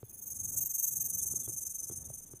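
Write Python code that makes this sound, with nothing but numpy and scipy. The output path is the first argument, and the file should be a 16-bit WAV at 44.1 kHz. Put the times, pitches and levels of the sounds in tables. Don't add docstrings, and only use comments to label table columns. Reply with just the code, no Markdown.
import sys
import numpy as np
from scipy import signal
from scipy.fft import rfft, irfft
from scipy.io import wavfile
from scipy.ndimage import uniform_filter1d

SR = 44100
rng = np.random.default_rng(int(sys.argv[2]) if len(sys.argv) > 2 else 0)


def generate_wav(signal):
    frames = np.transpose(np.atleast_2d(signal))
    scaled = np.clip(frames, -1, 1) * 32767
    pcm = np.round(scaled).astype(np.int16)
    wavfile.write(sys.argv[1], SR, pcm)


def attenuation_scalar(level_db):
    decades = np.asarray(level_db, float) / 20
    return 10 ** decades


N = 105840


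def rms_one(x):
    return x / np.sqrt(np.mean(np.abs(x) ** 2) + 1e-20)


def in_time(rows):
    s, *columns = np.transpose(rows)
    return [np.interp(np.arange(N) / SR, s, c) for c in columns]


def drift(corner_hz):
    pole = np.exp(-2 * np.pi * corner_hz * 40 / SR)
    white = rng.standard_normal(N // 40 + 2002)
    slow = signal.lfilter([1], [1, -2 * pole, pole * pole], white)[2000:]
    return np.interp(np.arange(N) / 40, np.arange(len(slow)), rms_one(slow))


def coloured(spectrum, centres_hz):
    hz = np.fft.rfftfreq(N, 1 / SR) + 1e-3
    point_hz, point_db = np.transpose(spectrum)
    shape = attenuation_scalar(np.interp(np.log(hz), np.log(point_hz), point_db, left=-200, right=-200))
    noise = irfft(shape * rfft(rng.standard_normal(N)), N)
    lines = rfft(rms_one(noise))
    return [irfft(lines * np.interp(hz, centres_hz, row), N) for row in np.eye(len(centres_hz))]


def ring(start_s, db, hz, t60):
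    t = np.maximum(np.arange(N) / SR - start_s, 0)
    soft_start = 1 - np.exp(-t * hz * 2)
    return attenuation_scalar(db - 60 * t / t60) * np.sin(2 * np.pi * hz * t) * soft_start


def still_air():
    # (frequency [Hz], density [dB per Hz])
    air_spectrum = [(600, -17), (1200, -5), (2000, -6), (3000, -7.5), (4500, -12), (8000, -6.5),
                    (15000, -24.5)]
    level_db = -77.5
    return attenuation_scalar(level_db) * sum(coloured(air_spectrum, [1000, 4000]))


def wind():
    # (time [s], level [dB] before the trim)
    gusts = [(0, -71.5), (.2, -70.5), (.35, -65), (.43, -59), (.49, -54.5), (.55, -62), (.63, -60.5),
             (.8, -72.5), (.88, -68.5), (.97, -60.5), (1.06, -63.5), (1.13, -59.5), (1.17, -53.5),
             (1.21, -60.5), (1.3, -53.5), (1.38, -57), (1.53, -61), (1.6, -69), (1.72, -67.5), (1.84, -69),
             (1.97, -62), (2.06, -61), (2.16, -62), (2.24, -69.5), (2.4, -64.5)]
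    # (frequency [Hz], density [dB per Hz])
    wind_spectrum = [(12, -56), (20, 0), (27, -26.5), (64, -4), (107, -1), (279, -14.5), (384, -16.5),
                     (430, -19.5), (520, -21), (949, -29.5), (1800, -39.5), (2340, -74), (3960, -120)]
    trim_db, lumps_db, upper_follows = 4.86, 3.5, 0.58
    gust_db, = in_time(gusts)
    mean_db = gust_db.mean()
    sub, deep, low, upper = coloured(wind_spectrum, [28, 60, 150, 340])
    lumps = drift(11.4)
    deep_db = gust_db + lumps_db * (0.5 * lumps + 0.43 * drift(9.9))
    low_db = gust_db + lumps_db * (0.39 * lumps + 0.37 * drift(25))
    smooth_gust_db = uniform_filter1d(gust_db, size=SR // 4)
    upper_db = mean_db + upper_follows * (smooth_gust_db - mean_db + lumps_db * lumps)
    rumble = attenuation_scalar(mean_db + 0.5) * sub + attenuation_scalar(deep_db) * deep + attenuation_scalar(low_db) * low + attenuation_scalar(upper_db) * upper
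    return attenuation_scalar(trim_db) * rumble


def peeps():
    # (middle [s], length [s], frequency [Hz], peak level [dB])
    calls = [(1.211, 0.014, 3460, -65), (1.431, 0.02, 3550, -69), (1.459, 0.02, 3375, -62.5),
             (1.915, 0.022, 3360, -73), (2.048, 0.012, 3580, -70), (2.14, 0.032, 3390, -80),
             (.075, 0.052, 3430, -80.5), (0.12, .012, 2500, -76), (.22, 0.018, 3500, -79),
             (2.284, 0.02, 3450, -78)]
    t = np.arange(N) / SR
    out = 0
    for middle_s, length_s, hz, db in calls:
        bell = np.exp(-(2 * (t - middle_s) / length_s) ** 2)
        out = out + attenuation_scalar(db) * bell * np.sin(2 * np.pi * hz * t)
    return out


def knocks():
    # (time [s], base level [dB], thump base level [dB], hollow ring [Hz])
    hits = [(0.0289, -40.5, -47, 413), (1.321, -47, -55.5, 222), (1.336, -44.5, -58, 374),
            (1.477, -41.5, -50, 383), (1.492, -44.5, -57, 342), (1.897, -41.5, -49.5, 390),
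            (1.911, -44.5, -64, 314), (1.920, -47.5, -66, 350), (2.1003, -43.5, -54.5, 566),
            (2.334, -44, -51.5, 360)]
    # (frequency [Hz], level against the base level [dB], T60 [s])
    ticks = [(830, -5, 0.0066), (1160, -0.5, 0.0054), (1920, -12, .004), (3170, -14, 0.0037)]
    thump_hz, thump_t60_s = 114.6, 0.088
    ring_lag_s, ring_cycles = 0.00135, 8
    out = 0
    for s, db, thump_db, hz in hits:
        out = out + ring(s + ring_lag_s, db + 7.5, hz, ring_cycles / hz)
        out = out - ring(s, thump_db + 12, thump_hz, thump_t60_s)
        for tick_hz, tick_db, t60 in ticks:
            out = out - ring(s, db + tick_db, tick_hz, t60)
    return out


def throb():
    period_s, first_dip_s = 0.04354, 0.035
    dip_floor, sharpness, spread_db = 0.12, 0.96, 1
    turns = (np.arange(N) / SR - first_dip_s) / period_s + 2
    hump = np.abs(np.sin(np.pi * turns)) ** sharpness
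    each_db = spread_db * rng.standard_normal(int(turns[-1]) + 2)[turns.astype(int)]
    return np.sqrt(2) * np.sqrt((hump * attenuation_scalar(each_db)) ** 2 + dip_floor ** 2)


def air_rush(breathy_db, bright_db):
    # (frequency [Hz], density [dB per Hz])
    rush_spectrum = [(5300, -45), (5450, -17.5), (5900, -10.5), (6300, 5), (7000, -3), (8000, -3.5),
                     (9100, -9), (9900, -4.5), (11500, -6), (12600, -7), (13500, 2), (14100, -28.5),
                     (14600, -27), (15300, -24), (15700, -31)]
    rush_db, patchy_db = -2.5, 0.5
    top_from_hz, top_to_hz = 9600, 13400
    centres = np.linspace(5500, 15000, 10)
    out = 0
    for hz, band in zip(centres, coloured(rush_spectrum, centres)):
        share = np.clip((hz - top_from_hz) / (top_to_hz - top_from_hz), 0, 1)
        band_db = rush_db + breathy_db + share * bright_db + patchy_db * drift(19)
        out = out + band * attenuation_scalar(band_db)
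    return out


def whistles(bright_db):
    # (start frequency [Hz], end frequency [Hz])
    pitches = [(5160, 5210), (6255, 6200), (6440, 6375), (9935, 9800), (9750, 9110), (9760, 9400),
               (13600, 13250), (14990, 14290), (15450, 15350)]
    # (width [Hz], start level [dB], middle level [dB], end level [dB], share of brightness)
    strengths = [(48.2, -23, -19.5, -15, 0.078), (54, -20, -7, -4.5, 0.3), (57, -6, -6, -11, 0.033),
                 (74, -2, -35.5, -29, 0.086), (78.5, -16, -12, -9.5, 0.08), (79, -40, -10.5, -5.5, 0.12),
                 (83, 3, -6, -27, 1.4), (99, -11.5, -25, -20, .5), (149, -32, -43, -30, 0.071)]
    patchy_db = 1.6
    run = np.arange(N) / N
    out = 0
    for (start_hz, end_hz), (width_hz, *levels_db, bright) in zip(pitches, strengths):
        pole = np.exp(-np.pi * width_hz / SR)
        white = [1, 1j] @ rng.standard_normal((2, N))
        wobble = rms_one(signal.lfilter([1], [1, -pole], white))
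        wobble = signal.lfilter([0.08], [1, -0.92], wobble)
        phase = 2 * np.pi * np.cumsum(start_hz + (end_hz - start_hz) * run) / SR
        patches_db = patchy_db * drift(16) * (3 if start_hz < 5500 else 1)
        gain_db = np.interp(run, [0, 0.5, 1], levels_db) + bright * bright_db + patches_db
        out = out + np.sqrt(2) * attenuation_scalar(gain_db) * np.real(wobble * np.exp(1j * phase))
    return out


def hiss():
    # (time [s], effort [dB], brightness added to the top of the hiss [dB],
    # breathiness of the rush against the whistles [dB])
    breath = [(0, -69, -3.5, 2), (.13, -49, -7, -11.5), (.25, -46, -2, -3), (.4, -37, -10.5, -4),
              (.5, -37.5, -5, 0.5), (.58, -35, -2.8, 1.8), (.66, -36, 1, -2), (.73, -40.5, -0.5, 0),
              (.8, -33, -1, -1.9), (.95, -38, 1.2, 3.4), (1.08, -37, -2.5, -3.2), (1.22, -36.5, -2, 0.5),
              (1.4, -39, -2, .1), (1.65, -40.5, 1, -1), (1.9, -43.5, 0.5, -2), (2.0, -44.5, -1, -3.3),
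              (2.18, -51, 2.5, .1), (2.4, -57.5, 2, -3.5)]
    flutter_db, flutter_hz = 1.24, 41
    edge_hz = 4950
    effort_db, bright_db, breathy_db = in_time(breath)
    source = air_rush(breathy_db, bright_db) + whistles(bright_db)
    envelope = attenuation_scalar(effort_db + flutter_db * drift(flutter_hz)) * throb()
    lower_edge = signal.cheby2(10, 40, edge_hz, "high", fs=SR, output="sos")
    return signal.sosfilt(lower_edge, envelope * source)


def scene():
    snake = hiss()
    mid = still_air() + wind() + peeps() + knocks() + snake
    side_db = np.minimum(-40 + 14 * drift(8.2), -18)
    side = attenuation_scalar(side_db) * np.roll(snake, 331)
    return np.array([mid + side, mid - side])


def roll_off(x):
    return signal.sosfilt(signal.butter(12, 15730, fs=SR, output="sos"), x)


def record(dry):
    return roll_off(dry)


dry = scene()
out = record(dry)
generate_wav(out)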